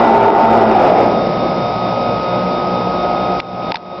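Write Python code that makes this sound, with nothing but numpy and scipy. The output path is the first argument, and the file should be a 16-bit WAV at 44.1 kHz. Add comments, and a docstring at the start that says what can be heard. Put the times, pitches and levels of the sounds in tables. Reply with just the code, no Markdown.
"""An industrial plant, where a crane holds a load. Its hoist drive howls for a second, rough tones over
a rush of noise, then winds down with a sinking groan. That leaves a diesel engine humming at multiples
of its firing rate, the whine of fans and pumps, the plant's hiss and a little wind on the microphone.
Near the end, knocks ring the camera's casing, and its gain control ducks and slowly recovers."""
import sys
import numpy as np
from scipy import signal
from scipy.io import wavfile
from scipy.ndimage import uniform_filter1d

SR = 44100
rng = np.random.default_rng(int(sys.argv[2]) if len(sys.argv) > 2 else 0)


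def int16_out(signal):
    """Quantize to a 16-bit WAV file."""
    q = np.round(np.clip(np.atleast_2d(signal).T, -1, 1) * 32767)
    wavfile.write(sys.argv[1], SR, q.astype(np.int16))


N = 176400
T = np.arange(N) / SR


def hoist():
    """The drive howls with rough tones over a rush; both sink in pitch and fade as it winds down."""
    # Each row: time in seconds, speed as a share of full.
    wind_down = [(0, 1), (.57, 1), (.7, .975), (.85, .91), (1.0, .83), (1.2, .72), (1.8, .55)]
    # Each row: time in seconds, level of the rush in dB, gain on the tones in dB.
    fades = [(0, -7, 3), (0.301, -9, 1.5), (.56, -10.5, 1), (0.709, -9.5, 1.5), (.85, -10.5, -20),
             (1.0, -10, -8.5), (1.17, -19, -18.5), (1.451, -21, -24), (1.801, -34, -41)]
    # The howl at full speed. Each row: pitch in Hz, level before the fade in dB.
    partials = [(113, -31), (226, -21), (339, -25), (403.5, -19), (565, -25), (673.5, -17), (720, -21),
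                (802, -17), (900, -14), (1347, -31), (1443, -29), (1981, -37)]
    # The rush at full speed. Each row: frequency in Hz, relative noise density in dB.
    rush_spectrum = [(30, -15), (110, -24.5), (200, -8), (370, 0), (480, 0.5), (600, 0), (820, 4.5),
                     (1000, -7), (1350, -10), (1600, -19), (2300, -21.5), (3200, -30.5), (6000, -77)]
    speed, = in_time(wind_down)
    rush_db, howl_db = in_time(fades)
    howl = sum(from_db(db) * tone(hz * speed, waver=0.62, rate=8.9) for hz, db in partials)
    rush = banded_noise(rush_spectrum, flicker_db=1.8, speed=speed ** 0.5)   # sinks half as far in pitch
    return from_db(howl_db) * howl + from_db(rush_db) * rush


def hoist_groan():
    """As the drive stops, a noisy resonance slides down into the bass, narrowing as it goes."""
    # Each row: time in seconds, centre in Hz, level in dB.
    slide = [(.7, 753, -27), (.84, 634.2, -15), (.93, 350, -19), (1.12, 227.7, -19.5), (1.4, 163.1, -28.5),
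             (1.65, 155.3, -25.5), (1.9, 144.7, -60)]
    hz, db = in_time(slide)
    mean_hz, half_width = hz.mean(), 0.14   # width as a share of the centre
    band = filtered(rng.standard_normal(N), mean_hz * np.array([1 - half_width, 1 + half_width]), "band")
    read_s = np.cumsum(hz) / SR / mean_hz   # reading the noise more slowly lowers its pitch
    return from_db(db) * rms_one(np.interp(read_s, T, band))


def casing_knocks():
    """Each knock is a gritty contact that rings the casing: a short bright tick, then a low thud."""
    # Each row: start in seconds, then the strength of the thud, the tick and the grit in dB.
    knocks = [(3.4008, -9.5, 5.5, -14.5), (3.402, -23, -5, -14.5), (3.7191, 15, 12.5, -12),
              (3.7439, 16.5, -9, -11.5), (3.7565, -12, 6, -17), (3.757, -3, 8, -12), (3.7611, -3, -9, -22),
              (3.769, 0, -1, -19)]
    # Casing modes, the thud first. 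Each row: pitch in Hz, gain in dB, seconds to die away by 60 dB.
    modes = [(903, -2, 0.017), (1480, 2, 0.002), (2590, 0.5, 0.0045), (3430, -2.5, 0.0027),
             (4900, -2, 0.0022)]
    scuff_s, rise_t60_s = 0.0015, 0.0094
    taps, blows, scuff = np.zeros((3, N))
    for start, thud_db, tick_db, grit_db in knocks:
        taps[int(start * SR)] = from_db(tick_db)
        blows[int(start * SR)] = from_db(thud_db)
        scuff += from_db(grit_db) * np.exp(-np.minimum(np.abs(T - start) / scuff_s, 20))
    contact = taps + scuff * rng.standard_normal(N)
    (low_hz, low_db, low_t60), *bright = modes
    # Ringing the lowest mode twice makes the thud build up over a few cycles.
    swell = ring(blows, low_hz, rise_t60_s) * 2 * np.log(1000) / (rise_t60_s * SR)
    thuds = from_db(low_db) * ring(swell, low_hz, low_t60)
    ticks = sum((-1) ** k * from_db(db) * ring(contact, hz, t60)
                for k, (hz, db, t60) in enumerate(bright))
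    return thuds + ticks


def diesel_engine():
    """A hum on the harmonics of the firing rate, with clatter that swells at every firing."""
    # The two deepest harmonics swell and fade. Each row: time in seconds, then their two levels in dB.
    bass = [(0, -49.5, -32.5), (1.6, -41.5, -31.5), (2.25, -44, -30.5), (2.8, -43.5, -37), (3.1, -40, -53),
            (3.35, -43, -37.5), (3.7, -47, -37)]
    # The upper hum. Each row: multiple of the firing rate, level in dB.
    upper_harmonics = [(3, -34), (4, -33), (5, -46.5), (6, -30), (8, -35), (9, -28.5), (10, -29), (11, -40),
                       (12, -27.5), (13, -30), (14, -33), (18, -43.5), (24, -44)]
    firing_hz = 59.72 * (1 + 0.0006 * drift(1.45))
    harmonics = list(enumerate(in_time(bass), 1)) + upper_harmonics
    hum = sum(from_db(db) * tone(k * firing_hz, waver=0.65, rate=2.4) for k, db in harmonics)
    firing = (1 + np.cos(2 * np.pi * np.cumsum(firing_hz) / SR)) / 2
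    clatter = filtered(rng.standard_normal(N) * (1 + firing), hz=[2081, 2291], kind="band")
    return hum + from_db(-42.5) * rms_one(clatter)


def fans_and_pumps():
    """Running machines hold their pitch: one clean whine stands above quieter, wavering ones."""
    # The main whine eases off, then slowly grows. Each row: time in seconds, level in dB.
    main_level = [(0, -24.5), (1.3, -28), (1.8, -25), (2.4, -23.5), (3.3, -24), (4, -24.5)]
    # Each row: pitch in Hz, relative level in dB, waver from 0 to 1, wavers per second.
    whines = [(186, -30, .9, 5), (712, -28, .6, 2), (915, -37, .6, 2), (1120, -42, .8, 3),
              (1480, -48, .6, 3), (2379, -52, .5, 2), (2498, -44, .4, 2), (2519, -51, .5, 2),
              (2859, -53, .5, 2), (3774, -49, .8, 6)]
    main_db, = in_time(main_level)
    main = from_db(main_db) * tone(1258.4, waver=0.073, rate=8.8)
    lesser = sum(from_db(db) * tone(hz, waver, rate) for hz, db, waver, rate in whines)
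    return main + from_db(-0.7) * lesser


def whistle():
    """A high whistle throbs as it beats against a weaker near twin."""
    beat_hz, dip_s, twin_share = 4.4, 1.99, 0.6
    throb = np.abs(1 - twin_share * np.exp(2j * np.pi * beat_hz * (T - dip_s)))
    return from_db(-42.5) * throb * tone(3660.6, waver=0.37, rate=36)


def plant_roar():
    """The plant's steady bed of broad roar and hiss."""
    # Each row: frequency in Hz, relative noise density in dB.
    spectrum = [(25, -29.5), (50, -14.5), (100, -5.5), (160, 1.5), (260, 1), (420, 0.5), (600, 5.5),
                (850, 0.5), (1050, -4), (1400, -12), (1650, -20), (2500, -16.5), (3100, -22), (3700, -19.5),
                (4150, -28), (4900, -13), (6000, -30)]
    return from_db(-20) * banded_noise(spectrum, flicker_db=0.5)


def wind():
    """Light gusts buffet the microphone with a lumpy low rumble."""
    level_db, gust_db = -53, 6
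    rumble = filtered(rng.standard_normal(N), hz=[27.5, 137.5], kind="band")
    return from_db(level_db + gust_db * drift(4)) * rms_one(rumble)


def from_db(db):
    """Decibels as an amplitude factor."""
    return 10 ** (np.asarray(db) / 20)


def rms_one(x):
    """The signal scaled to an rms of 1."""
    return x / np.sqrt(np.mean(np.abs(x) ** 2) + 1e-20)


def filtered(x, hz, kind, order=2):
    """Butterworth filter."""
    return signal.sosfilt(signal.butter(order, hz, kind, fs=SR, output="sos"), x)


def in_time(rows):
    """Breakpoints, time first, drawn out into one curve for each further column."""
    times, *columns = np.transpose(rows)
    return [np.interp(T, times, column) for column in columns]


def drift(rate):
    """A smooth random wander with a spread of 1, rolling off above rate in Hz."""
    hop, settle = 40, 2000
    pole = np.exp(-2 * np.pi * rate * hop / SR)
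    white = rng.standard_normal(N // hop + settle + 2)
    slow = signal.lfilter([1], [1, -2 * pole, pole * pole], white)[settle:]
    return np.interp(np.arange(N) / hop, np.arange(len(slow)), rms_one(slow - slow.mean()))


def tone(hz, waver, rate):
    """A sine of rms 1, part steady and part wavering in level and phase."""
    swing = np.sqrt(1 - waver ** 2) + waver * (drift(rate) + 1j * drift(rate)) / np.sqrt(2)
    cycles = np.cumsum(hz * np.ones(N)) / SR + rng.random()
    return rms_one(np.real(swing * np.exp(2j * np.pi * cycles)))


def banded_noise(spectrum, flicker_db, speed=1):
    """Quarter-octave bands of flickering noise, rms 1 in all; the spectrum slides with speed."""
    edges_hz = 22 * 2 ** (np.arange(34) / 4)
    points_hz, points_db = np.transpose(spectrum)
    white = rng.standard_normal((2, N))
    noise = np.zeros(N)
    for k, (low, high) in enumerate(zip(edges_hz, edges_hz[1:])):
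        db = np.interp(np.log(np.sqrt(low * high) / speed), np.log(points_hz), points_db)
        noise += from_db(db + flicker_db * drift(6.6)) * filtered(white[k % 2], [low, high], "band")
    return rms_one(noise / np.sqrt(speed))


def ring(clicks, hz, t60):
    """A unit click sets a sine of height 1 ringing; it falls 60 dB in t60 seconds."""
    decay, angle = from_db(-60 / (t60 * SR)), 2 * np.pi * hz / SR
    return signal.lfilter([0, np.sin(angle)], [1, -2 * decay * np.cos(angle), decay ** 2], clicks + 1e-18)


def scene():
    """All sources at one microphone."""
    machinery = diesel_engine() + fans_and_pumps() + whistle() + plant_roar()
    return (machinery + hoist() + hoist_groan() + wind() + casing_knocks())[None]


def gain_control(x):
    """The gain ducks fast on loud peaks, bright ones most of all, and climbs back at a steady rate."""
    threshold_db, recovery_db_per_s = -4.5, 41.5
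    attack_s, look_ahead_s, window_s = 0.0008, 0.0024, 0.0036
    boosted_treble = from_db(14.5) * filtered(x, hz=2274, kind="high")
    power = uniform_filter1d(x ** 2 + boosted_treble ** 2, int(window_s * SR))
    level_db = 10 * np.log10(np.maximum(power, 1e-12))
    excess_db = np.maximum(level_db - threshold_db, 0)
    climb_db = recovery_db_per_s * T
    duck_db = np.maximum.accumulate(excess_db + climb_db) - climb_db
    pole = np.exp(-1 / (attack_s * SR))
    smooth_duck_db = signal.lfilter([1 - pole], [1, -pole], duck_db)
    return x * from_db(-np.interp(T + look_ahead_s, T, smooth_duck_db))


def record(dry):
    """The camera ducks loud moments, cuts the treble steeply and flattens the tallest peaks."""
    roll_off_hz, band_edge_hz, top_hz, ceiling = 5315, 6600, 15850, 0.69
    x = filtered(gain_control(dry[0]), roll_off_hz, "low", order=14)
    x = signal.sosfilt(signal.cheby2(24, 80, band_edge_hz, fs=SR, output="sos"), x)
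    overshoot = x - np.clip(x, -ceiling, ceiling)
    x = x - filtered(overshoot, hz=5000, kind="low", order=1)   # clipping with rounded corners
    return signal.sosfilt(signal.cheby2(12, 70, top_hz, fs=SR, output="sos"), x)[None]


dry = scene()
out = record(dry)
int16_out(out)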